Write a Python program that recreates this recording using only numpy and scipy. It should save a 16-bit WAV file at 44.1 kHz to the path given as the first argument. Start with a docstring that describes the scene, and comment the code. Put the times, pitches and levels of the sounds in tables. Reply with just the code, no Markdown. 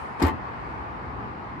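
"""Distant traffic rumbles over an open parking lot; then, close by, a car's trunk latch releases.
A small geared actuator whirrs and whines for a tenth of a second, the steel catch clicks free,
the lid knocks and jumps off its seal, and the air in the trunk booms. We stand just behind the car,
with a thin tail coming back from pavement and walls and the traffic bed running underneath."""
import sys
import numpy as np
from scipy import signal
from scipy.fft import rfft, irfft
from scipy.io import wavfile
from scipy.ndimage import uniform_filter1d

SR = 44100
rng = np.random.default_rng(int(sys.argv[2]) if len(sys.argv) > 2 else 0)


def file_out(sig):
    """Save sig as 16-bit WAV at sys.argv[1]."""
    # one column per channel
    cols = np.atleast_2d(sig).T
    # limit, then scale
    lim = np.clip(cols, -1, 1)
    pcm = np.round(lim * 32767).astype(np.int16)
    wavfile.write(sys.argv[1], SR, pcm)


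N = 70560
T = np.arange(N) / SR

# how hard the actuator drives its gears (time [s], level [dB])
ACTUATOR_EFFORT = [(.18, -56), (.203, -26), (.215, -30), (.223, -23.5), (.245, -26.5), (.26, -25.5),
                   (.29, -25), (.305, -36), (.335, -84)]
# colour of the gear grit (frequency [Hz], relative level [dB])
GEAR_COLOUR = [(100, -23), (250, -2), (600, -4.5), (1100, -2.5), (1450, -10), (2000, -12.5), (2700, -19),
               (4000, -27.5), (6200, -35), (8000, -34.5), (11000, -40.5), (15000, -61)]
# ring of the latch housing (frequency [Hz], relative level [dB], t60 [s])
HOUSING_MODES = [(888, -11, .09), (1026, 2, .09), (1140, -5, .09), (1238, -9, .1), (1760, -12, .11),
                 (1838, -8, .11), (1968, -8, .1), (2106, -6, .11), (2468, -12, .11), (2772, -19, .11),
                 (3090, -20, .1), (4095, -22, .09)]
# envelope of the motor's note (time [s], level [dB])
WHINE_LEVEL = [(.2, -50), (.221, -26), (.24, -35), (.27, -33), (.283, -26), (.3, -27), (.32, -39),
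               (.345, -58)]
# hits of the catch (time [s], level [dB], treble tilt [dB/octave], housing ring [dB], rise [s], t60 [s])
CATCH_CLICKS = [(.193, -47, -3, -50, 0.0097, .08), (.2233, -27.5, 2, -33.5, 0.0011, 0.031),
                (0.2275, -25, -7.5, -31, 0.0011, .056), (0.2346, -42, -14, -37.5, .0005, .015),
                (0.2516, -30, -10.5, -37.5, 0.00055, 0.032), (.2680, -32, 15, -33, 0.00045, 0.017),
                (0.2824, -39.5, 9, -33.5, .0005, .018)]
# colour of steel scraping steel (frequency [Hz], relative level [dB])
SCRAPE_COLOUR = [(500, 8), (2000, -16), (3500, 5.5), (4800, 11), (6300, -5), (7600, 3.5), (9000, -11),
                 (11000, -2), (12700, -3), (13800, -1), (14600, -5), (15600, -22)]
# thin ring of the catch (frequency [Hz], relative level [dB], t60 [s])
CATCH_MODES = [(4130, -20, .03), (4560, -21, .025), (4900, -21, .025), (5330, -21, .025), (7610, -19, .04),
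               (8150, -23, .03), (13550, -16, .014), (14150, -17, .014)]
# blows on the lid (time [s], level [dB])
LID_KNOCKS = [(.2194, -18), (.2255, -15), (.2371, -15), (.2715, -29), (.3075, -33)]
# body of the lid (frequency [Hz], relative level [dB], t60 [s])
LID_MODES = [(215, -22, .2), (284, .5, .093), (344, -.5, .045), (538, -20, .14)]
# boom of the air in the trunk (frequency [Hz], relative level [dB], hold [s], t60 [s])
CAVITY_MODES = [(77, 0, .029, .105), (79, -24, .07, .35)]
# length of the lot's tail (frequency [Hz], t60 [s])
LOT_DECAY = [(100, 0.71), (1000, 0.17), (4000, 0.092), (14000, 0.075)]
# colours of the traffic wash, far engines, low rumble and hiss (frequency [Hz], relative level [dB])
WASH_COLOUR = [(25, -54), (100, -5.5), (170, -6.5), (350, -9.5), (560, -12), (850, -1), (1150, -2.5),
               (1500, -10.5), (2200, -16.5), (3400, -33), (4700, -36), (6200, -48), (8000, -53.5),
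               (11000, -65), (13000, -70), (15500, -75)]
DRONE_COLOUR = [(30, -15), (100, 0), (122, 4.5), (160, -5), (260, -3), (370, -4), (520, -10), (1500, -98)]
RUMBLE_COLOUR = [(20, -15), (38, -6), (55, 11), (78, 10.5), (105, -4), (180, -29), (500, -53), (2000, -92)]
HISS_COLOUR = [(1500, -39), (4500, -9), (6200, -7), (9000, -2.5), (11000, -9), (12500, -19.5), (15000, -28)]
# fader rides of the same four layers (time [s], level [dB])
WASH_RIDE = [(0, -35), (.4, -35.5), (.55, -35), (.75, -35.3), (.9, -36.5), (1.16, -37), (1.24, -35.5),
             (1.36, -37.5), (1.46, -36.5), (1.6, -37.5)]
DRONE_RIDE = [(0, -54), (.1, -50), (.33, -40), (.48, -46.5), (.75, -41.5), (.95, -43), (1.15, -39.5),
              (1.4, -42.5), (1.6, -43.5)]
RUMBLE_RIDE = [(0, -43), (.08, -55), (.19, -49), (.34, -43), (.43, -48), (.57, -46), (.635, -40.5),
               (.69, -47), (.86, -43.5), (1, -45), (1.11, -40), (1.2, -47), (1.4, -50), (1.6, -47)]
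HISS_RIDE = [(0, -64), (.16, -75.5), (.45, -84), (.67, -76.5), (.9, -81.5), (1.6, -84)]
# stereo images of the noise layers (frequency [Hz], left-right correlation [-1 to 1])
WIDE_IMAGE = [(25, 0.86), (70, -0.29), (200, 0.6), (400, 0.43), (700, 0.11), (1200, -0.39), (2500, 0.041),
              (12000, 0.019)]
NARROW_IMAGE = [(30, 0.39), (60, 0.7), (150, 0.97), (400, 0.58)]

ACTUATOR_PAN_DB = 5  # gears, motor and housing sit to the left


def actuator():
    """Uneven gear teeth pulse a gritty whirr and ring the latch housing."""
    teeth_per_s, jitter, pulse_half_width_s, pulse_depth = 127.5, .02, .00098, .3
    effort = gated_level(ACTUATOR_EFFORT)
    tooth_rate = teeth_per_s * (1 + jitter * wobble(200))
    teeth_passed = np.cumsum(tooth_rate * (T > ACTUATOR_EFFORT[0][0])) / SR
    impacts = np.diff(np.floor(teeth_passed), prepend=0) * effort
    tooth_offset_s = ((teeth_passed + .5) % 1 - .5) / teeth_per_s
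    pulses = unit(1 - pulse_depth + pulse_depth * np.exp(-(tooth_offset_s / pulse_half_width_s) ** 2))
    grit = pulses * noise(GEAR_COLOUR, grains=chatter()) * effort
    housing = signal.fftconvolve(impacts, ring(HOUSING_MODES, start=0, rise=.0021))[:N]
    return pan(ACTUATOR_PAN_DB) * (amp(-2.5) * grit + amp(-6) * housing / 2)


def motor_whine():
    """The actuator's motor sings one slightly unsteady note that swells twice."""
    pitch_hz, waver = 887, .004
    hz = pitch_hz * (1 + waver * wobble(500))
    return pan(ACTUATOR_PAN_DB) * gated_level(WHINE_LEVEL) * np.sin(2 * np.pi * np.cumsum(hz) / SR)


def catch():
    """The steel catch scrapes, snaps free and rebounds; each click rings the housing."""
    out = np.zeros((2, N))
    for start, db, tilt_db, housing_db, rise, t60 in CATCH_CLICKS:
        envelope = decay(start, rise, t60) + amp(-29) * decay(start, rise, t60=.11)  # snap + soft tail
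        scrape = envelope * noise(SCRAPE_COLOUR, tilt_db, grains=chatter())
        ping = amp(-1) * ring(CATCH_MODES, start, rise)
        out += pan(.5) * amp(db) * (scrape + ping)
        out += pan(ACTUATOR_PAN_DB) * amp(housing_db) * ring(HOUSING_MODES, start, rise)
    return out


def chatter():
    """Contact strength between loose steel parts: a steady slide plus a run of tiny uneven ticks."""
    ticks_per_s, tick_decay_s, spread_db, slide = 1000, .0005, 3.3, .65
    contacts = rng.random(N) < ticks_per_s / SR
    strength = amp(spread_db * np.clip(rng.standard_normal(N), -2, 2))
    ticks = signal.lfilter([1], [1, -np.exp(-1 / (tick_decay_s * SR))], contacts * strength)
    return slide + unit(ticks)


def lid_knocks():
    """The freed lid takes three firm knocks, then two faint further knocks."""
    return sum(amp(db) * ring(LID_MODES, start, rise=.0009) for start, db in LID_KNOCKS)


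def trunk_boom():
    """The lid jumps off its seal and pumps the air in the trunk: a short, deep boom."""
    start_s, rise_s = .228, .0055
    boom = sum(amp(db) * decay(start_s, rise_s, t60, hold) * np.sin(2 * np.pi * hz * (T - start_s))
               for hz, db, hold, t60 in CAVITY_MODES)
    return amp(-15.5) * boom


def lot_reflections(send):
    """Pavement and nearby walls return a thin diffuse tail that lingers longest in the bass."""
    predelay_s = .009
    hz, t, bands = signal.stft(rng.standard_normal((2, SR // 2)), SR, nperseg=256)
    fade = 1000. ** (-t / curve_at(LOT_DECAY, hz)[:, None])
    tail = signal.istft(bands * fade, SR, nperseg=256)[1]
    tail = np.pad(tail / np.linalg.norm(tail[0]), ((0, 0), (int(predelay_s * SR), 0)))
    return signal.fftconvolve(send, tail, axes=1)[:, :N]


def traffic_bed():
    """Distant traffic: a gently flickering wash, low rumble, far engines droning and a faint hiss."""
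    flicker_db = 1.4
    bands = signal.stft(noise(WASH_COLOUR), nperseg=1024)[2]
    flicker = uniform_filter1d(rng.standard_normal(bands.shape[1:]), size=4, axis=0)  # across frequency
    flicker = unit(uniform_filter1d(flicker, size=6, axis=1))  # across time
    wash = unit(signal.istft(bands * amp(flicker_db * flicker), nperseg=1024)[1][:, :N])
    rumble = pan(3.5) * noise(RUMBLE_COLOUR, image=NARROW_IMAGE) * level(RUMBLE_RIDE)
    drone = noise(DRONE_COLOUR, image=NARROW_IMAGE) * level(DRONE_RIDE)
    hiss = noise(HISS_COLOUR) * level(HISS_RIDE)
    return pan(1.47) * wash * level(WASH_RIDE) + rumble + drone + hiss


def amp(db):
    """Decibels to gain."""
    return 10 ** (np.asarray(db) / 20)


def unit(x):
    """Scales to rms 1."""
    return x / np.sqrt(np.mean(x ** 2) + 1e-20)


def pan(db):
    """Stereo gains that put the left channel db above the right."""
    return amp(np.array([[db], [-db]]) / 2)


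def curve_at(points, hz):
    """Reads a table on a log-frequency axis."""
    frequencies, values = np.transpose(points)
    return np.interp(np.log(hz + 1), np.log(frequencies), values)


def level(points):
    """Gain over time from a table of decibels."""
    return amp(np.interp(T, *np.transpose(points)))


def gated_level(points):
    """Gain over time, muted outside the table's span."""
    return level(points) * (T > points[0][0]) * (T < points[-1][0])


def wobble(samples):
    """Random drift of rms 1, smoothed over so many samples."""
    return unit(uniform_filter1d(rng.standard_normal(N), size=samples))


def noise(colour, tilt_db=0, image=WIDE_IMAGE, grains=1):
    """Coloured stereo noise of rms 1; image sets its width and grains break it into ticks."""
    hz = np.fft.rfftfreq(N, 1 / SR)
    left, independent = rfft(rng.standard_normal((2, N)) * grains)
    correlation = np.clip(curve_at(image, hz), -1, 1)
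    right = correlation * left + np.sqrt(1 - correlation ** 2) * independent
    eq = amp(curve_at(colour, hz) + tilt_db * np.log2(hz / 1000 + 1))
    return unit(irfft(np.array([left, right]) * eq, N))


def decay(start, rise, t60, hold=0):
    """Attack, hold and exponential release, all in seconds."""
    t = np.maximum(T - start, 0)
    return (1 - np.exp(-t / rise)) * 1000. ** (-np.maximum(t - hold, 0) / t60)


def ring(modes, start, rise):
    """The modes of a part struck once."""
    return sum(amp(db) * decay(start, rise, t60) * np.sin(2 * np.pi * hz * (T - start))
               for hz, db, t60 in modes)


def scene():
    """Latch and lid up front, a light tail from the lot, traffic behind."""
    latch = actuator() + catch()
    whine = motor_whine()
    body = lid_knocks() + trunk_boom()
    tail = amp(-9) * lot_reflections(latch + amp(-12) * body)
    return latch + whine + body + tail + traffic_bed()


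def record(dry):
    """A low cut under 25 Hz and a steep roll-off at the very top."""
    low_cut_hz, high_cut_hz = 25, 15750
    low_cut = signal.butter(2, low_cut_hz, "high", fs=SR, output="sos")
    high_cut = signal.firwin(511, high_cut_hz, window=("kaiser", 9), fs=SR)
    return signal.oaconvolve(signal.sosfilt(low_cut, dry), high_cut[None], "same")


dry = scene()
out = record(dry)
file_out(out)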